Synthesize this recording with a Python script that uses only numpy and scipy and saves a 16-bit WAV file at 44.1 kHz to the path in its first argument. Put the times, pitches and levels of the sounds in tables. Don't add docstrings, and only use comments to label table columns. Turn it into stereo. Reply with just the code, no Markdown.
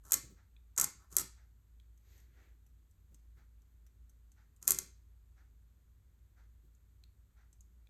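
import sys
import numpy as np
from scipy import signal
from scipy.fft import rfft, irfft, next_fast_len
from scipy.io import wavfile

SR = 44100
rng = np.random.default_rng(int(sys.argv[2]) if len(sys.argv) > 2 else 0)


def transcribe(u):
    v = np.clip(np.atleast_2d(u).T, -1, 1)
    q = np.round(v * 32767).astype(np.int16)
    wavfile.write(sys.argv[1], SR, q)


N = 347949
TIME = np.arange(N) / SR


def from_db(db):
    return 10 ** (np.asarray(db) / 20)


def rms_one(x):
    return x / np.sqrt(np.mean(x ** 2) + 1e-30)


def at_hz(points, hz):
    f, value = np.transpose(points)
    return np.interp(np.log(np.maximum(hz, 1)), np.log(f), value)


def decay(t, t60):
    return np.exp(-np.log(1000) * t / t60)


def add(out, s, sound):
    i = max(round(s * SR), 0)
    out[..., i:i + sound.shape[-1]] += sound[..., :N - i]


def convolve(x, response):
    return signal.fftconvolve(np.atleast_2d(x), np.atleast_2d(response), axes=1)[:, :N]


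def filtered(x, gain, delay_s=0):
    size = next_fast_len(N + 1024, real=True)
    hz = np.fft.rfftfreq(size, 1 / SR)
    return irfft(rfft(x, size) * gain(hz) * np.exp(-2j * np.pi * hz * delay_s), size)[..., :N]


def ring(modes, size=12000):
    hz, db, t60 = np.transpose(modes)[:, :, None]
    t = TIME[:size]
    strength = from_db(db + 2 * rng.standard_normal(db.shape)) * rng.choice([-1, 1], db.shape)
    return np.sum(strength * np.sin(2 * np.pi * hz * t) * decay(t, t60), axis=0)


# f/Hz, gain/dB
PORT_SHADOW = [(2500, -0.8), (4500, -3.5), (6000, -21.5)]
def at_ports(x, left_lead_s):
    return np.array([x, filtered(x, lambda hz: from_db(at_hz(PORT_SHADOW, hz)), left_lead_s)])


# f/Hz, correlation coefficient
CORRELATION = [(60, .92), (130, 0.452), (290, -.05), (640, -0.79), (1500, -0.036), (2900, -0.66),
               (3900, -0.15), (6000, 0.77)]
def diffuse(spectrum, size=N):
    padded = next_fast_len(size, real=True)
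    hz = np.fft.rfftfreq(padded, 1 / SR)
    mid, side = rfft(rng.standard_normal((2, padded)))
    alike = at_hz(CORRELATION, hz)
    ports = np.sqrt(1 + alike) * mid + np.sqrt(1 - alike) * side * [[1], [-1]]
    ports[1] *= from_db(at_hz(PORT_SHADOW, hz) / 2)
    return irfft(ports * from_db(at_hz(spectrum, hz)) / np.sqrt(2), padded)[:, :size]


# f/Hz, relative level/dB
ECHO_SPECTRUM = [(100, -0.5), (400, -1), (700, 7), (1200, 2.5), (2500, 5), (4500, -4), (7000, -12.5),
                 (10000, -9.5), (14000, -12), (16000, -29)]
# f/Hz, T60/s
REVERB_TIME = [(100, .55), (400, 0.16), (1400, 0.35), (4000, 0.4), (8000, 0.29), (14000, 0.13)]
def room_response(build_s=0.0013, early_db=-4, early_t60=0.046, size=32768, bands=12):
    t, hz = TIME[:size], np.fft.rfftfreq(size, 1 / SR)
    noise = rfft(diffuse(ECHO_SPECTRUM, size))
    centres = np.geomspace(100, 15000, bands)
    build_up = 1 - np.exp(-t / build_s)
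    early = from_db(early_db) * rms_one(decay(t, early_t60) * build_up)
    out = 0
    for k, centre in enumerate(centres):
        band = irfft(noise * np.interp(hz, centres, np.arange(bands) == k))
        tail = rms_one(decay(t, at_hz(REVERB_TIME, centre)) * build_up)
        out = out + band * np.hypot(tail, early) / np.sqrt(size)
    return out


# f/Hz, relative level/dB
AIR_SPECTRUM = [(25, -18), (40, -8.5), (60, -5.5), (90, -3), (130, -16), (200, -20.5), (400, -27),
                (800, -33), (1500, -36), (4000, -40.5), (8000, -44.5), (14000, -43), (15200, -61)]
def air_and_hum(air_db=-67, hum_hz=56.74, half_width_hz=6, tone_db=-62.5, waver_db=-67.5):
    waver = filtered(rng.standard_normal(N), lambda hz: 1 / (1 + ((hz - hum_hz) / half_width_hz) ** 2))
    tone = np.sin(2 * np.pi * hum_hz * TIME)
    hum = from_db(waver_db) * rms_one(waver) + from_db(tone_db) * rms_one(tone)
    return from_db(air_db) * rms_one(diffuse(AIR_SPECTRUM)) + hum


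def muffled(events, spectrum, rise_s, t60, size=22050):
    power, t = np.zeros(N), TIME[:size]
    envelope = (1 - np.exp(-t / rise_s)) ** 2 * decay(t, t60)
    for s, db in events:
        add(power, s, (from_db(db) * envelope / envelope.max()) ** 2)
    return np.sqrt(power) * rms_one(diffuse(spectrum))


# f/Hz, relative level/dB
CLOCK_SPECTRUM = [(300, -19), (600, -5), (860, -1.5), (1030, -11), (1400, -1), (2100, -5), (2900, -16.5),
                  (6000, -15.5), (12000, -63)]
def clock(first_s=0.3553, period_s=1.0, level_db=-70):
    beats = [(s, level_db) for s in np.arange(first_s, TIME[-1], period_s)]
    return muffled(beats, CLOCK_SPECTRUM, rise_s=0.034, t60=0.24)


# f/Hz, relative level/dB
RUB_SPECTRUM = [(150, -23), (350, 0.5), (700, -7), (1100, -16), (2000, -4.5), (3500, -17), (6000, -28),
                (12000, -35)]
BRUSH_SPECTRUM = [(2000, -1.5), (4000, 6), (6500, 4.5), (10000, -15), (13000, 4.5), (16000, -31)]
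# centre t/s, rub level/dB, brush level/dB
CLOTH_STROKES = [(2.153, -70.5, -72.5), (2.425, -68.5, -82)]
def cloth(width_s=0.1):
    rub, brush = rms_one(diffuse(RUB_SPECTRUM)), rms_one(diffuse(BRUSH_SPECTRUM))
    return sum(np.exp(-((TIME - s) / width_s) ** 2) * (from_db(rub_db) * rub + from_db(brush_db) * brush)
               for s, rub_db, brush_db in CLOTH_STROKES)


# t/s, level/dB
SOFT_BUMPS = [(0.223, -56.5), (0.289, -58), (.93, -74), (1.11, -61.5), (1.19, -51), (4.844, -63.5),
              (3.101, -66.5), (3.358, -67), (6.63, -68)]
# f/Hz, relative level/dB
THUD_SPECTRUM = [(50, -9.5), (100, 1), (160, 1.5), (250, -3), (380, -2), (480, -7), (650, -19), (1200, -33)]
def thuds(landing_db=-52, shove_db=-38, db_per_db=0.48, lag_s=.008):
    landings = [(s + lag_s, landing_db + db_per_db * db) for s, db, _ in LANDINGS]
    shoves = [(s + lag_s, shove_db + db_per_db * db) for s, _, db, _ in SLIDES]
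    return muffled(landings + shoves + SOFT_BUMPS, THUD_SPECTRUM, rise_s=0.014, t60=0.17)


# t/s, peak level/dB, frequency ratio
FAR_CLICKS = [(.566, -52.5, .9), (1.8004, -50.5, 0.86), (7.0389, -43, 1), (7.872, -53.5, 0.87)]
# f/Hz, relative level/dB, T60/s
FAR_CLICK_MODES = [(2750, -8, 0.0071), (3900, -6, 0.0088), (4225, -3.5, 0.0083)]
def far_clicks():
    out = np.zeros(N)
    for s, db, pitch in FAR_CLICKS:
        vibration = ring(np.array(FAR_CLICK_MODES) * [pitch, 1, 1])
        click = np.diff(vibration, prepend=0)
        add(out, s, from_db(db) * click / np.abs(click).max())
    return out


# f/Hz, relative level/dB
CONTACT_SPECTRUM = [(100, -37.5), (400, -25.5), (700, -31.5), (1400, -23.5), (2800, -22.5), (4000, -15.5),
                    (5000, -4.5), (6500, 0.5), (8000, -3), (10000, 2), (12000, -3), (13500, -7.5),
                    (15000, -14.5), (16500, -29.5)]
def crack(tilt_db_per_octave, low_db=0, pivot_hz=8000, knee_hz=5000, size=1024):
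    hz = np.fft.rfftfreq(size, 1 / SR)
    tilt = tilt_db_per_octave * np.log2(np.maximum(hz, knee_hz) / pivot_hz)
    low_shelf = low_db / (1 + (hz / knee_hz) ** 8)
    cepstrum = irfft(np.log(from_db(at_hz(CONTACT_SPECTRUM, hz) + tilt + low_shelf)))
    cepstrum[1:size // 2] *= 2
    cepstrum[size // 2 + 1:] = 0
    pulse = irfft(np.exp(rfft(cepstrum)))
    return pulse / np.abs(signal.hilbert(pulse)).max()


# t/s, relative level/dB
FAINT_TICKS = [(1.9755, -60), (2.179, -55.5), (2.2019, -57), (2.665, -58), (2.9114, -59), (3.1448, -52),
               (3.6202, -62), (3.8659, -55.5), (4.0956, -53), (4.3182, -56.5), (4.564, -58), (6.75, -64),
               (7.529, -54), (7.6074, -51)]
# f/Hz, relative level/dB, T60/s
THIN_MODES = [(6300, -8.5, 0.0051), (7500, -13, .004)]
def ticks(gain_db=4, pitch_spread=0.02972, crackle_db=-18, crackle_t60=0.042, size=1024):
    out = np.zeros(N)
    for s, db in FAINT_TICKS:
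        force = from_db(crackle_db) * rng.standard_normal(size) * decay(TIME[:size], crackle_t60)
        force[0] = 1
        modes = np.array(THIN_MODES) * [1 + pitch_spread * rng.standard_normal(), 1, 1]
        response = crack(tilt_db_per_octave=-4.5, low_db=-4) + ring(modes, size)
        add(out, s, from_db(db + gain_db) * np.convolve(force, response))
    return out


# start t/s, end t/s, grit level/dB, cavity level/dB
SLIDES = [(0.031, 0.123, -59.5, -67.5), (.769, 0.799, -40.5, -44), (.812, 0.849, -36, -48.5),
          (0.984, 1.061, -77, -73), (1.1, 1.202, -55, -67), (1.177, 1.221, -35, -53.5),
          (4.61, 4.678, -59.5, -72.5), (4.67, 4.702, -30, -49)]
# f/Hz, relative level/dB, T60/s
CAVITY_MODES = [(996, -1, 0.02), (1114, 1, .04), (1280, 1.5, .04), (1380, -4, 0.023), (1791, -7.5, 0.04)]
def skids(slips_per_s=1500, spread_db=5, rise_s=0.02, fall_s=.004):
    out = np.zeros(N)
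    slipping = rng.random(N) < slips_per_s / SR
    slips = slipping * from_db(spread_db * rng.standard_normal(N)) * rng.choice([-1, 1], N)
    grit = convolve(slips, crack(tilt_db_per_octave=-2, low_db=2))[0]
    cavity = convolve(slips, ring(CAVITY_MODES))[0]
    for start, end, grit_db, cavity_db in SLIDES:
        span = slice(int(start * SR), int(end * SR))
        stroke = from_db(grit_db) * rms_one(grit[span]) + from_db(cavity_db) * rms_one(cavity[span])
        t = TIME[:len(stroke)]
        envelope = np.minimum(t / rise_s, 1) * np.minimum(t[::-1] / fall_s, 1)
        add(out, start, stroke * envelope)
    return out


# t/s, relative level/dB, shell level/dB re the crack (low on a tip, high when flat)
LANDINGS = [(.1081, -37, 4.5), (.1208, -5.5, -8), (.1332, -11, -7.5), (.1401, -9, -0.5),
            (.7638, -37.5, 0.5), (.7777, -16, 3.5), (.7833, -18.5, 3), (.7979, -14, 2.5), (.8123, -11, 0),
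            (.8171, -20, 2), (.8425, -13.5, -0.5), (1.1263, -37, -3), (1.1670, -4.5, -8),
            (1.1838, -17.5, 3.5), (4.6272, -32.5, -3.5), (4.6780, -4, -15), (4.7070, -4.5, -12.5),
            (4.7194, -9.5, -15), (4.7466, -25.5, -3.5), (4.7875, -13, -10)]
# f/Hz, relative level/dB, T60/s
TOY_MODES = [(381, -49, 0.24), (552, -56.5, .2), (1126, -54, .18), (1290, -52, .12), (1374, -55, 0.12),
             (1726, -56, .04), (2090, -59, .15), (2450, -51, 0.028), (3470, -50, .05), (4330, -43.5, 0.036),
             (6800, -34, .012), (7200, -29.5, 0.018), (8020, -25, 0.024), (8200, -28, .012),
             (10700, -31, .01)]
def knocks(shell_t60=.012, shell_rise_s=0.00026, modes_follow=.28, rock_s=.0013, second_tip_db=-3):
    full_touch_db, tilt_per_db, softest_tilt = -8.5, 0.94, -7
    out, t = np.zeros(N), TIME[:2048]
    shell = rng.standard_normal(len(t))
    envelope = decay(t, shell_t60) * (1 - np.exp(-t / shell_rise_s))
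    for landing_s, landing_db, shell_db in LANDINGS:
        tilt = max(tilt_per_db * (landing_db - full_touch_db), softest_tilt)
        pulse = crack(tilt, knee_hz=6500)
        second_tip_s = landing_s + rock_s * rng.uniform(.9, 1.1)
        for s, db in (landing_s, landing_db), (second_tip_s, landing_db + second_tip_db):
            spot = rng.standard_normal(len(t))
            shiver = np.convolve((shell + spot) * envelope, pulse)
            shiver *= np.linalg.norm(pulse) / np.linalg.norm(shiver)
            add(out, s, from_db(db) * pulse)
            add(out, s, from_db(db + shell_db) * shiver)
            add(out, s, from_db(db + modes_follow * shell_db) * ring(TOY_MODES))
    return out


def scene(knock_db=5, echo_db=-3, far_echo_db=-7):
    near = from_db(knock_db) * knocks() + skids() + ticks()
    far = far_clicks()
    direct = at_ports(near, left_lead_s=3 / SR) + at_ports(far, left_lead_s=-0.001227)
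    echoes = from_db(echo_db) * convolve(near + from_db(far_echo_db) * far, room_response())
    ambient = thuds() + clock() + cloth() + air_and_hum()
    return direct + echoes + ambient * from_db([[-.5], [.5]])


# f/Hz, amplitude ratio
WIDENER_FEED = [(2500, 0.044), (5000, .35), (6500, .95)]
def record(dry, delay_s=.000201, ceiling=.88, cutoff_hz=16600):
    wide = dry - filtered(dry[::-1], lambda hz: at_hz(WIDENER_FEED, hz), delay_s)
    low_pass = signal.ellip(10, .1, 80, cutoff_hz, fs=SR, output="sos")
    return signal.sosfilt(low_pass, np.clip(wide, -ceiling, ceiling))


dry = scene()
out = record(dry)
transcribe(out)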